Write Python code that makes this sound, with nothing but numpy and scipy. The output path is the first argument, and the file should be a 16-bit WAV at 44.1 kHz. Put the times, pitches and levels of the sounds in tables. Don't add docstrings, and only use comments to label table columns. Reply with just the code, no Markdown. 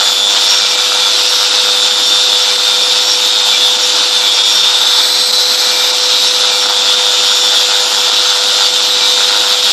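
import sys
import numpy as np
from scipy import signal
from scipy.fft import rfft, irfft, next_fast_len
from scipy.io import wavfile
from scipy.ndimage import uniform_filter1d

SR = 44100
rng = np.random.default_rng(int(sys.argv[2]) if len(sys.argv) > 2 else 0)


def boost_factor(decibels):
    exponent = np.asarray(decibels, float) / 20
    return 10 ** exponent


def wav_out(sig):
    wavfile.write(sys.argv[1], SR, np.round(np.clip(np.atleast_2d(sig).T, -1, 1) * 32767).astype(np.int16))


N = 428652
TIME = np.arange(N) / SR

RIPPLE_HZ = 100.04
PINION, CROWN = 11, 34
FREE_TURNS, LOADED_TURNS = 368, 335
MESH_REST_DB = -20
HISS_DB, HISS_FREE_DB, TOP_DB = -17.5, 2.5, -36.5
TRACK_SHARE = .3
HOP, MEMORY_TOP_HZ = 941, 14460

# time in seconds, armature turns per second.
SPEED = [(0.0, 320.6), (0.19, 319.7), (0.93, 330.8), (2.22, 325.6), (2.96, 329.7), (3.85, 319.3),
         (4.52, 323.4), (5.28, 349.4), (6.04, 331.1), (6.84, 324.9), (7.31, 321.4), (8.08, 322.7),
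         (8.52, 324.7), (9.72, 324.5)]
# centre in seconds, half length in seconds, turns per second gained.
EASINGS = [(0.63, 0.15, 4.9), (1.35, 0.19, 8.6), (1.69, 0.15, 5.8), (2.59, 0.21, 9.3), (3.4, 0.22, 11.8),
           (3.71, 0.13, 4.8), (4.13, 0.22, 12.1), (5.1, 0.33, 22.5), (5.61, 0.15, 15.0), (5.87, 0.14, 8.6),
           (6.29, 0.26, 13.8), (6.98, 0.11, 4.3), (7.5, 0.07, 1.4), (7.7, 0.09, 2.2), (8.11, 0.09, 3.1),
           (8.33, 0.2, 5.9), (8.85, 0.18, 8.7), (9.29, 0.25, 6.1)]
# centre in seconds, half length in seconds, turns per second.
TREMORS = [(0.17, 0.06, -0.4), (0.37, 0.06, 0.5), (1.35, 0.04, 0.3), (1.64, 0.2, 0.2), (2.33, 0.06, -0.4),
           (2.53, 0.06, 0.4), (3.27, 0.06, 0.7), (3.72, 0.14, -0.5), (4.0, 0.09, 0.5), (4.21, 0.06, 0.4),
           (4.37, 0.09, -0.7), (4.57, 0.04, -0.3), (4.86, 0.14, 0.5), (5.19, 0.06, 1.0), (5.39, 0.09, -0.5),
           (5.59, 0.06, -0.2), (5.72, 0.06, 0.3), (5.8, 0.3, -0.4), (6.04, 0.09, -0.4), (6.25, 0.06, 0.5),
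           (6.45, 0.09, -0.5), (6.61, 0.06, 0.3), (6.78, 0.04, -0.8), (6.9, 0.04, 0.4), (8.08, 0.06, 0.5),
           (8.25, 0.04, -0.3), (8.66, 0.06, -0.2), (8.66, 0.3, 0.2), (9.15, 0.09, 0.2), (9.64, 0.14, -0.2)]
# armature turns per second, mesh overtone level in dB.
CASE = [(321.4, -28.5), (329.7, -33.5), (332, -34.5), (346.4, -35.5), (371, -28)]
# centre in seconds, half length in seconds, dB over rest.
SINGS = [(0.25, 0.17, 5), (0.94, 0.049, -18), (2.13, 0.22, 6), (2.53, 0.097, -15), (2.86, 0.12, 4.5),
         (3.1, 0.067, -18), (3.43, 0.06, 1), (3.68, 0.075, 6.5), (3.88, 0.096, 0), (4.21, 0.055, -10.0),
         (4.61, 0.22, 6), (4.98, 0.05, -8), (5.39, 0.087, 6), (5.68, 0.096, -2), (6.04, 0.049, -7.5),
         (6.53, 0.2, -1.5), (6.94, 0.1, 3.5), (6.22, 0.11, 4.5), (7.23, 0.077, -5), (7.51, 0.14, 4),
         (7.92, 0.066, -9.5), (8.08, 0.065, 4), (8.45, 0.06, -7), (8.64, 0.061, -7), (9.44, 0.09, -3),
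         (9.15, 0.095, 2.5)]
# ripple beats away, wheel turns away, rest level in dB.
FRINGE = [(-3, 0, -35), (-1, -2, -37), (-2, 0, -27), (-1, -1, -31.5), (-1, 0, -24.8), (0, -1, -34),
          (0, 1, -35), (1, 0, -27), (2, 0, -29.5), (1, 1, -31), (3, 0, -35), (2, 1, -31), (3, 1, -33),
          (4, 1, -36)]
# centre in seconds, half length in seconds, change in dB.
TILT_FAR_BELOW = [(0.25, 0.057, 4.5), (1.06, 0.076, 8.5), (1.51, 0.12, -7), (1.96, 0.14, 2.5),
                  (2.74, 0.11, 5), (3.51, 0.23, 8), (4.0, 0.081, -13), (4.33, 0.16, 5), (4.57, 0.16, -10),
                  (4.66, 0.37, 12.5), (5.15, 0.09, -13), (5.39, 0.3, -12), (5.8, 0.09, 8.5),
                  (6.41, 0.044, 1), (6.94, 0.14, 8), (7.15, 0.051, -8), (7.35, 0.056, -2),
                  (7.59, 0.039, 11), (7.8, 0.09, -5), (8.13, 0.35, -0.5), (9.39, 0.021, 7),
                  (9.68, 0.053, 5)]
TILT_BELOW = [(0.37, 0.075, -6), (1.1, 0.27, 1), (1.72, 0.1, 6.5), (2.25, 0.075, -12.5), (2.7, 0.28, 6.5),
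              (3.51, 0.27, 3.5), (3.8, 0.11, -12), (4.21, 0.081, 10), (4.41, 0.082, -14),
              (4.66, 0.082, 3.5), (4.9, 0.073, 3), (5.43, 0.09, -15), (6.17, 0.03, 0), (6.17, 0.37, -4),
              (6.29, 0.029, -6), (6.53, 0.14, 5.5), (6.98, 0.27, -1.5), (7.64, 0.21, -18),
              (8.17, 0.12, 4.5), (8.57, 0.064, -10), (8.7, 0.062, 6), (9.64, 0.083, -6)]
TILT_ABOVE = [(0.21, 0.24, 3), (0.7, 0.13, -4.5), (1.27, 0.29, -14.5), (1.88, 0.3, 3), (2.82, 0.082, -9),
              (4.41, 0.1, 6.5), (5.1, 0.092, 6), (5.43, 0.25, -15), (5.68, 0.16, 10), (5.96, 0.2, -7.5),
              (6.41, 0.064, -1), (6.86, 0.25, -15.5), (7.1, 0.16, 15), (7.47, 0.16, -9.5),
              (7.8, 0.083, 3.5), (8.21, 0.052, -7), (8.57, 0.1, 4), (8.82, 0.036, -9.0), (8.94, 0.036, 3),
              (8.98, 0.11, -17), (9.19, 0.04, -6), (9.55, 0.18, 7.5)]
TILT_FAR_ABOVE = [(0.7, 0.037, -9), (1.08, 0.2, -10.5), (1.43, 0.084, -6), (1.59, 0.17, 5),
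                  (1.96, 0.094, -18), (2.25, 0.06, 7.5), (2.66, 0.055, -12), (2.86, 0.051, -22),
                  (3.27, 0.052, 3), (3.84, 0.065, -17), (4.0, 0.065, 4.5), (4.82, 0.38, -13),
                  (5.35, 0.19, 8), (5.88, 0.14, -19), (6.13, 0.075, 10.5), (6.29, 0.025, -8),
                  (6.66, 0.043, 0.5), (6.9, 0.16, 1), (7.27, 0.066, 2), (7.59, 0.085, 4), (8.21, 0.098, 9),
                  (8.41, 0.031, -5), (9.1, 0.29, 7.5)]
OVERTONE_FRINGE_DB = [-12, -7.5, -6, -5, -8, -8, -14]
# multiple of armature speed, level in dB, ripple sidebands relative in dB.
ORDERS_DB = [
    (1, -48.5, -20),
    (2, -49, -20),
    (10, -35, 0),
    (12, -30.5, -5),
    (15, -35, -8),
    (18, -37, -3),
    (21, -45, 1),
    (23, -42, -1),
    (33, -52, 0),
]
# frequency in Hz, density in dB per Hz.
RATTLE = [(310, -41.5), (520, -5.5), (533, -22.5), (553, -21), (608, -7.5), (927, 1.5), (1080, -7.5),
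          (1400, 3.5), (1670, -7), (2150, -11.5), (2300, -14), (2990, -57), (5060, -120)]
# time in seconds, rattle level in dB.
LOOSE = [(0, -24), (1, -22.5), (2.1, -23.5), (4.5, -25), (4.9, -22), (5.2, -26), (5.55, -25), (5.8, -22),
         (6.15, -27), (6.8, -19), (7.1, -22.5), (7.6, -22.5), (8.2, -21), (8.85, -24.5), (9.3, -21),
         (9.72, -23)]
# centre in seconds, half length in seconds, change in dB.
BUMPS = [
    (.05, 0.073, 5.5),
    (1.0, 0.027, 3.5),
    (2.54, 0.086, 1),
    (4.55, 0.044, 4.5),
    (6.85, 0.099, -3.5),
]
# frequency in Hz, density in dB per Hz.
HISS = [(1180, -22), (2000, -15.5), (2160, -17.5), (2310, -14.5), (2490, -11), (3150, -5.5), (3650, -3),
        (4250, -3), (5390, -6), (5900, -12), (7590, -14.5), (8700, -32.5), (9400, -29), (12200, -53.5),
        (20700, -120)]
# centre in seconds, half length in seconds, hiss change in dB.
BITES = [(0.24, 0.089, -2.5), (.7, 0.076, 0), (1.05, 0.16, -1.5), (4.4, .12, 0), (11, 0.14, -1.5),
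         (1.2, 0.26, 1.3), (2.06, 0.17, -0.5), (5.8, 0.11, 1.5), (7.7, 0.51, 0), (8.2, 0.58, 0.3),
         (4.9, 0.28, -0.5), (5.6, 0.13, 0.5), (6.7, .15, -1.5), (4.3, .15, -0.5)]
# upper edge in Hz, beat in dB, lag in radians, double beat in dB,
# change running free in dB.
RASP = [
    (2600, .9, -1.2, 0, 0),
    (3400, 3.2, 3.0, .6, 0),
    (4300, 1.6, 2.9, .6, 0),
    (4750, 2.3, .2, 2, 0),
    (5150, 1.6, -2, 1.9, 0),
    (6100, .9, -2.0, 0, -1.5),
    (7600, 2.2, -2.7, 1.4, -4),
    (22050, 1.8, -1.6, 1.5, 0),
]
# frequency in Hz, density in dB per Hz.
TOP = [(7000, -12), (8200, -1), (8800, -4), (9400, -11), (10700, -5), (12100, -7.5), (13300, -9),
       (13900, -13), (14500, -10.5)]
# frequency in Hz, width in Hz.
RING_MODES = [
    (2358, 30),
    (5540, 55),
    (6300, 39),
]
RING_REST_DB = [-41, -31, -39]
# centre in seconds, half length in seconds, rise in dB.
LOW_FLARES = [(0.09, 0.091, 5), (0.7, 0.33, 11), (1.03, 0.098, 5.7), (1.3, 0.28, 3.3), (1.75, 0.17, 6.1),
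              (2.23, 0.089, 3.8), (2.51, 0.042, 11), (2.88, 0.14, 7.2), (3.27, 0.13, 5.2),
              (3.54, 0.044, 15), (3.91, 0.11, 3.5), (4.25, 0.061, 8.7), (4.47, 0.18, 10.4),
              (5.05, 0.27, 7.3), (5.8, 0.23, 13), (6.17, 0.025, 7.2), (6.34, 0.09, 4.9), (6.55, 0.079, 12),
              (7.18, 0.029, 6), (8.04, 0.073, 8), (9.03, 0.046, 6), (9.09, 0.2, 6.2)]
MIDDLE_FLARES = [(0.33, 0.031, 5), (0.531, 0.12, 14), (0.711, 0.021, 8.6), (1.32, 0.2, 9.5),
                 (1.82, 0.059, 5.6), (2.07, 0.033, 6.9), (2.23, 0.2, 6.4), (2.43, 0.02, 8),
                 (2.83, 0.016, 11), (3.11, 0.075, 14.3), (3.62, 0.048, 3.3), (3.84, 0.024, 14),
                 (4.36, 0.028, 6.6), (4.54, 0.14, 12), (4.77, 0.032, 4.7), (4.96, 0.022, 3.3),
                 (5.19, 0.15, 3), (5.81, 0.015, 7), (6.0, 0.13, 3.4), (6.04, 0.023, 6.6), (6.28, 0.026, 11),
                 (6.62, 0.065, 11), (6.81, 0.073, 3.4), (7.38, 0.17, 9.8), (8.01, 0.04, 6),
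                 (8.23, 0.17, 1.8), (8.76, 0.028, 5.5), (9.15, 0.049, 3.8)]
HIGH_FLARES = [(0.31, 0.027, 9.2), (0.48, 0.24, 5.8), (1.07, 0.061, 11), (1.74, 0.04, 4), (2.0, 0.018, 4),
               (2.3, 0.025, 6.3), (2.37, 0.24, 2.7), (2.53, 0.025, 5), (2.97, 0.021, 4.2),
               (3.13, 0.22, 6.8), (3.47, 0.04, 4), (3.88, 0.028, 6.9), (4.62, 0.09, 4), (4.83, 0.11, 3.9),
               (6.04, 0.037, 7.3), (6.35, 0.16, 4.7), (6.98, 0.022, 5.6), (7.57, 0.14, 5.6),
               (8.289, 0.058, 13), (9.1, 0.13, 8.8)]
# centre in seconds, half length in seconds, change in dB.
CASE_HUMS = [
    (4.92, 0.28, 10.5),
    (2.05, 0.13, 4),
    (8.08, 0.068, 5.5),
    (2.4, 0.25, 6.5),
    (6, 0.13, -2.5),
]
# centre in seconds, half length in seconds, change in dB.
HOPS = [(.769, .005, -4), (2.57, 0.006, -4), (3.78, .01, -4.5), (4.428, .005, -5), (4.627, .005, -4),
        (4.846, 0.005, -3), (5.253, 0.004, -3), (5.32, 0.006, -10), (5.378, .004, -2.5), (5.45, 0.008, -3),
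        (5.568, 0.006, -6), (5.924, 0.005, -6), (6.33, 0.008, -2.5), (6.677, .005, -4), (8.107, .004, -5),
        (8.125, .004, -4), (8.156, .003, -4), (9.617, .005, -4)]
# time in seconds, rotor turns per second.
ROTOR = [(0, 498.8), (1.5, 499.3), (4.7, 499), (5.6, 500.5), (7.3, 498.8), (9.72, 499.3)]
# time in seconds, level in dB.
ROTOR_DB = [(0.0, -33), (1.78, -27.5), (1.95, -31.5), (2.43, -28.5), (3.71, -29.5), (4.14, -28.5),
            (4.52, -33), (5.55, -27.5), (9.04, -28.5), (9.12, -26), (9.67, -28), (9.72, -36.5)]
# centre in seconds, half length in seconds, rise in dB.
BLADES_CLEAR = [
    (1.15, .45, 9),
    (1.85, .3, 5),
    (3.9, .55, 6.5),
    (5.5, .3, 8),
    (6.1, .4, 9.5),
    (7.1, .2, 7),
    (8.1, .5, 5),
]
# frequency in Hz, density in dB per Hz.
ROAR = [(140, -43.5), (200, -5.5), (260, -3.5), (330, -0.5), (450, -4), (600, 2), (900, 2), (1500, 0)]
# frequency in Hz, rounding step over the usual line size in dB.
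THRIFT = [(150, 19), (200, 14), (255, 8), (300, 0), (500, -2), (2000, -2), (7000, -4), (8500, 3),
          (9400, 11), (10500, 9), (12000, 10), (12950, 11.5), (13250, 10), (13600, 14.5), (14400, 13.5)]


def rms_one(x):
    return x / np.sqrt(np.mean(x ** 2) + 1e-20)


def in_time(rows):
    s, *columns = np.transpose(rows)
    return [np.interp(TIME, s, c) for c in columns]


def swells(rows):
    coarse = TIME[::64]
    total = sum(height * np.exp(-((coarse - s) / half) ** 2) for s, half, height in rows)
    return np.interp(TIME, coarse, total)


def drift(rate):
    r = np.exp(-2 * np.pi * rate * 40 / SR)
    noise = rng.standard_normal(N // 40 + 2002)
    slow = signal.lfilter([1], [1, -2 * r, r * r], noise)[2000:]
    return np.interp(np.arange(N) / 40, np.arange(len(slow)), rms_one(slow - slow.mean()))


def tone(phase, level_db, fade_db, wander):
    level = boost_factor(level_db + fade_db * drift(7.8))
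    return np.sqrt(2) * level * np.sin(phase + wander * drift(7.8))


def coloured(x, points):
    size = next_fast_len(N)
    hz = np.maximum(np.arange(size // 2 + 1) * SR / size, 1)
    hz_at, level_db = np.transpose(points)
    gain = boost_factor(np.interp(np.log(hz), np.log(hz_at), level_db, left=-90, right=-90))
    return rms_one(irfft(rfft(x, size) * gain, size)[:N])


def patchy(points, patchy_db, rate, count):
    x = coloured(rng.standard_normal(N), points)
    edges = np.geomspace(points[0][0], points[-1][0], count + 1)
    spectrum, hz = rfft(x), np.arange(N // 2 + 1) * SR / N
    bands = (irfft(spectrum * ((hz >= a) & (hz < b)), N) for a, b in zip(edges, edges[1:]))
    return sum(band * boost_factor(patchy_db * drift(rate)) for band in bands)


def resonance(hz, width_hz):
    r = np.exp(-np.pi * width_hz / SR)
    poles = [1, -2 * r * np.cos(2 * np.pi * hz / SR), r * r]
    return rms_one(signal.lfilter([1, 0, -1], poles, rng.standard_normal(N)))


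def gear(armature, ripple, spindle, overtone_db):
    mesh = PINION * armature + .4 * drift(5)
    out = tone(mesh, MESH_REST_DB + swells(SINGS), fade_db=.5, wander=.3)
    tilts = {-2: swells(TILT_FAR_BELOW), -1: swells(TILT_BELOW),
             1: swells(TILT_ABOVE), 2: swells(TILT_FAR_ABOVE)}
    for beats, turns, rest_db in FRINGE:
        away = beats + turns
        turned = 1.9 * (away in (-1, -3)) + (.6 - .3 * away) * (abs(away) == 2)
        loose = 1 + 2 * abs(turns)
        level_db = rest_db + tilts[np.clip(away, -2, 2)] * (1 if abs(away) < 3 else .6)
        phase = mesh + beats * ripple + turns * spindle + turned
        out += tone(phase, level_db, fade_db=.8 * loose, wander=.28 * loose)
    for beats, step_db in enumerate(OVERTONE_FRINGE_DB, -3):
        wobble = spindle - ripple if abs(beats) == 2 else 0
        phase = 2 * mesh + beats * (ripple + 2.7) + wobble * np.sign(beats)
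        out += tone(phase, overtone_db + step_db + 1.5, fade_db=2.5, wander=.5)
    return out


def armature_orders(armature, ripple):
    out = 0
    for multiple, level_db, side_db in ORDERS_DB:
        beat = np.cos(ripple + 2 * drift(1)) + .7 * np.cos(2 * ripple + 2 * drift(1))
        pulse = 1 + boost_factor(side_db) * 2 * beat
        out = out + pulse * tone(multiple * armature, level_db, fade_db=2.2, wander=.4)
    return out


def spindle_hum(spindle, ripple):
    out = tone(spindle + ripple, -53.0, fade_db=1.0, wander=0.86)
    return out + tone(spindle + 3 * ripple, -50.5, fade_db=4.5, wander=.5)


def throb(load, ripple, spindle, mains_db, double_db, spindle_db, sum_db, lag):
    beat_db = mains_db * np.cos(ripple - lag) + double_db * np.cos(2 * (ripple - lag))
    beat_db += spindle_db * np.cos(spindle) + sum_db * np.cos(spindle + ripple - lag)
    gain = boost_factor(load * boost_factor(.8 * drift(3.5)) * beat_db)
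    return gain / np.sqrt(uniform_filter1d(gain ** 2, size=4410))


def backlash(knocks):
    count = int(2 * RIPPLE_HZ * N / SR)
    late, sign, size = rng.standard_normal((count, 3)).T
    at = ((np.arange(count) + .2) / (2 * RIPPLE_HZ) + .0004 * late) * SR
    at = np.clip(at.astype(int), 0, N - 1)
    clicks = np.zeros(N)
    clicks[at] = np.sign(sign) * knocks[at] ** .9 * boost_factor(.6 * size)
    return coloured(clicks, RATTLE)


def wheel_track(spindle):
    turn = spindle / (2 * np.pi)
    grit = rng.standard_normal((int(turn[-1]) + 22, 400))
    patterns = signal.lfilter([1], [1, -.85], grit, axis=0)[20:]
    return patterns[turn.astype(int), (turn % 1 * 400).astype(int)]


def rasping(hiss, load, ripple, spindle, patchy_db):
    spectrum, hz, low, out = rfft(hiss), np.arange(N // 2 + 1) * SR / N, 0, 0
    depth = load * boost_factor(.8 * drift(3.5))
    shared_db = .9 * np.cos(spindle) + 1.5 * np.cos(spindle + ripple - .6) + .6 * drift(60)
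    double = np.cos(2 * ripple - .8)
    for high, beat_db, lag, double_db, free_db in RASP:
        beat = depth * (beat_db * np.cos(ripple - lag) + double_db * double + shared_db)
        beat = beat + free_db * (1 - load)
        band = irfft(spectrum * ((hz >= low) & (hz < high)), N)
        out = out + band * boost_factor(beat + patchy_db * drift(19))
        low = high
    return out


def band_pass(x, low_hz, high_hz):
    return signal.sosfiltfilt(signal.butter(2, [low_hz, high_hz], "band", fs=SR, output="sos"), x)


def contact(load, ripple, spindle):
    bumps_db = swells(BUMPS)
    rattle_db, top_db = in_time(LOOSE)[0] + bumps_db, TOP_DB + 0.43 * bumps_db
    hiss_db = HISS_DB + HISS_FREE_DB * (1 - load) + swells(BITES)
    knocks = throb(load, ripple, spindle, 4.8, 1.2, 2.4, 1.2, lag=.55)
    rasp = throb(load, ripple, spindle, .8, 1.1, .8, 1.2, lag=-.2)
    shake = drift(12)

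    rattle = patchy(RATTLE, patchy_db=0.3, rate=7, count=4) * knocks ** .65
    rattle = (.74 * rattle + .66 * backlash(knocks)) * boost_factor(1.25 * shake)

    repeated = np.sqrt(TRACK_SHARE) * rms_one(wheel_track(spindle))
    grit = repeated + np.sqrt(1 - TRACK_SHARE) * rng.standard_normal(N)
    hiss = coloured(grit, HISS) * boost_factor(0.61 * shake)
    hiss = rasping(hiss, load, ripple, spindle, patchy_db=.7)
    hiss = hiss - .62 * (1 - load) * band_pass(hiss, 2300, 3450)

    top = patchy(TOP, patchy_db=0.94, rate=9.5, count=3) * rasp
    top = top + 0.8 * (1 - load) * band_pass(top, 11400, 13200)
    return boost_factor(rattle_db - 0.7) * rattle + boost_factor(hiss_db + 4.0) * hiss + boost_factor(top_db + 7.5) * top


def wheel(ripple):
    out = boost_factor(-27.5) * resonance(3530, width_hz=77) * boost_factor(2.0 * drift(3) + swells(CASE_HUMS))
    all_flares = (LOW_FLARES, MIDDLE_FLARES, HIGH_FLARES)
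    for (hz, width_hz), rest_db, flares in zip(RING_MODES, RING_REST_DB, all_flares):
        ring = resonance(hz, width_hz)
        ring = ring / uniform_filter1d(ring ** 2, size=1200) ** .4
        level_db = rest_db + 1.2 * swells(flares) + 1.5 * np.cos(ripple + 1.4) + 1.5 * drift(25)
        out = out + boost_factor(level_db) * ring
    return out


def extractor():
    rotor = 2 * np.pi * np.cumsum(in_time(ROTOR)[0]) / SR
    level_db, = in_time(ROTOR_DB)
    out = tone(rotor, level_db - .2, fade_db=.9, wander=.05)
    out += tone(2 * rotor, -44, fade_db=3.0, wander=.3)
    out += tone(12 * rotor, -39.5 + swells(BLADES_CLEAR), fade_db=.7, wander=.3)
    return out + boost_factor(-30.0) * patchy(ROAR, patchy_db=1.5, rate=7.6, count=4)


def scene():
    turns = in_time(SPEED)[0] + swells(EASINGS) + swells(TREMORS)
    overtone_db = np.interp(turns, *np.transpose(CASE))
    armature = 2 * np.pi * np.cumsum(turns) / SR
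    spindle = armature * PINION / CROWN
    ripple = 2 * np.pi * RIPPLE_HZ * TIME
    load = np.clip((FREE_TURNS - turns) / (FREE_TURNS - LOADED_TURNS), .2, 1)
    grinder = gear(armature, ripple, spindle, overtone_db) + armature_orders(armature, ripple)
    grinder = grinder + spindle_hum(spindle, ripple) + contact(load, ripple, spindle) + wheel(ripple)
    mono = grinder * boost_factor(swells(HOPS)) + extractor()
    return np.array([mono, mono])


def coarse_memory(x):
    n, k = np.arange(2 * HOP)[:, None] + .5, np.arange(HOP) + .5
    window = np.sin(np.pi * n / (2 * HOP))
    basis = np.sqrt(2 / HOP) * window * np.cos(np.pi / HOP * (n + HOP / 2) * k)
    basis = basis.astype(np.float32)
    frames = np.pad(x.astype(np.float32), (HOP, 2 * HOP - N % HOP)).reshape(-1, HOP)
    lines = np.hstack([frames[:-1], frames[1:]]) @ basis
    hz = k * SR / (2 * HOP)
    log_size = uniform_filter1d(np.log(np.abs(lines) + 1e-7), size=9)
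    usual = 1.9 * np.exp(uniform_filter1d(log_size, size=9, axis=0))
    power = uniform_filter1d(uniform_filter1d(lines ** 2, size=41), size=3, axis=0)
    broad = np.sqrt(power + 1e-12)
    broad = np.sqrt(broad * broad.mean(axis=0))
    usual = np.where(hz < 3000, usual, broad)
    lasting = rng.standard_normal(HOP // 6 + 1)
    passing = rng.standard_normal((len(lines), HOP // 24 + 1))
    passing = np.repeat(uniform_filter1d(passing, size=4, axis=0), 24, axis=1)[:, :HOP]
    budget_db = .8 * np.repeat(lasting, 6)[:HOP] + 2.4 * passing
    thrift_hz, thrift_db = np.transpose(THRIFT)
    step = usual * boost_factor(np.interp(np.log(hz), np.log(thrift_hz), thrift_db) + budget_db)
    rounded = np.floor(np.abs(lines) / step + .4) * step
    lines = np.sign(lines) * rounded * (hz < MEMORY_TOP_HZ)
    halves = lines.astype(np.float32) @ basis.T
    return (halves[:-1, HOP:] + halves[1:, :HOP]).ravel()[:N].astype(float)


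def low_pass(x):
    return signal.sosfilt(signal.butter(12, 15700, fs=SR, output="sos"), x)


def record(dry):
    overloaded = np.clip(dry[0], -.91, .91)
    bass_cut = signal.sosfilt(signal.butter(6, 165, "high", fs=SR, output="sos"), overloaded)
    mono = np.clip(coarse_memory(bass_cut), -1, 1)
    return low_pass(np.array([mono, mono]))


dry = scene()
out = record(dry)
wav_out(out)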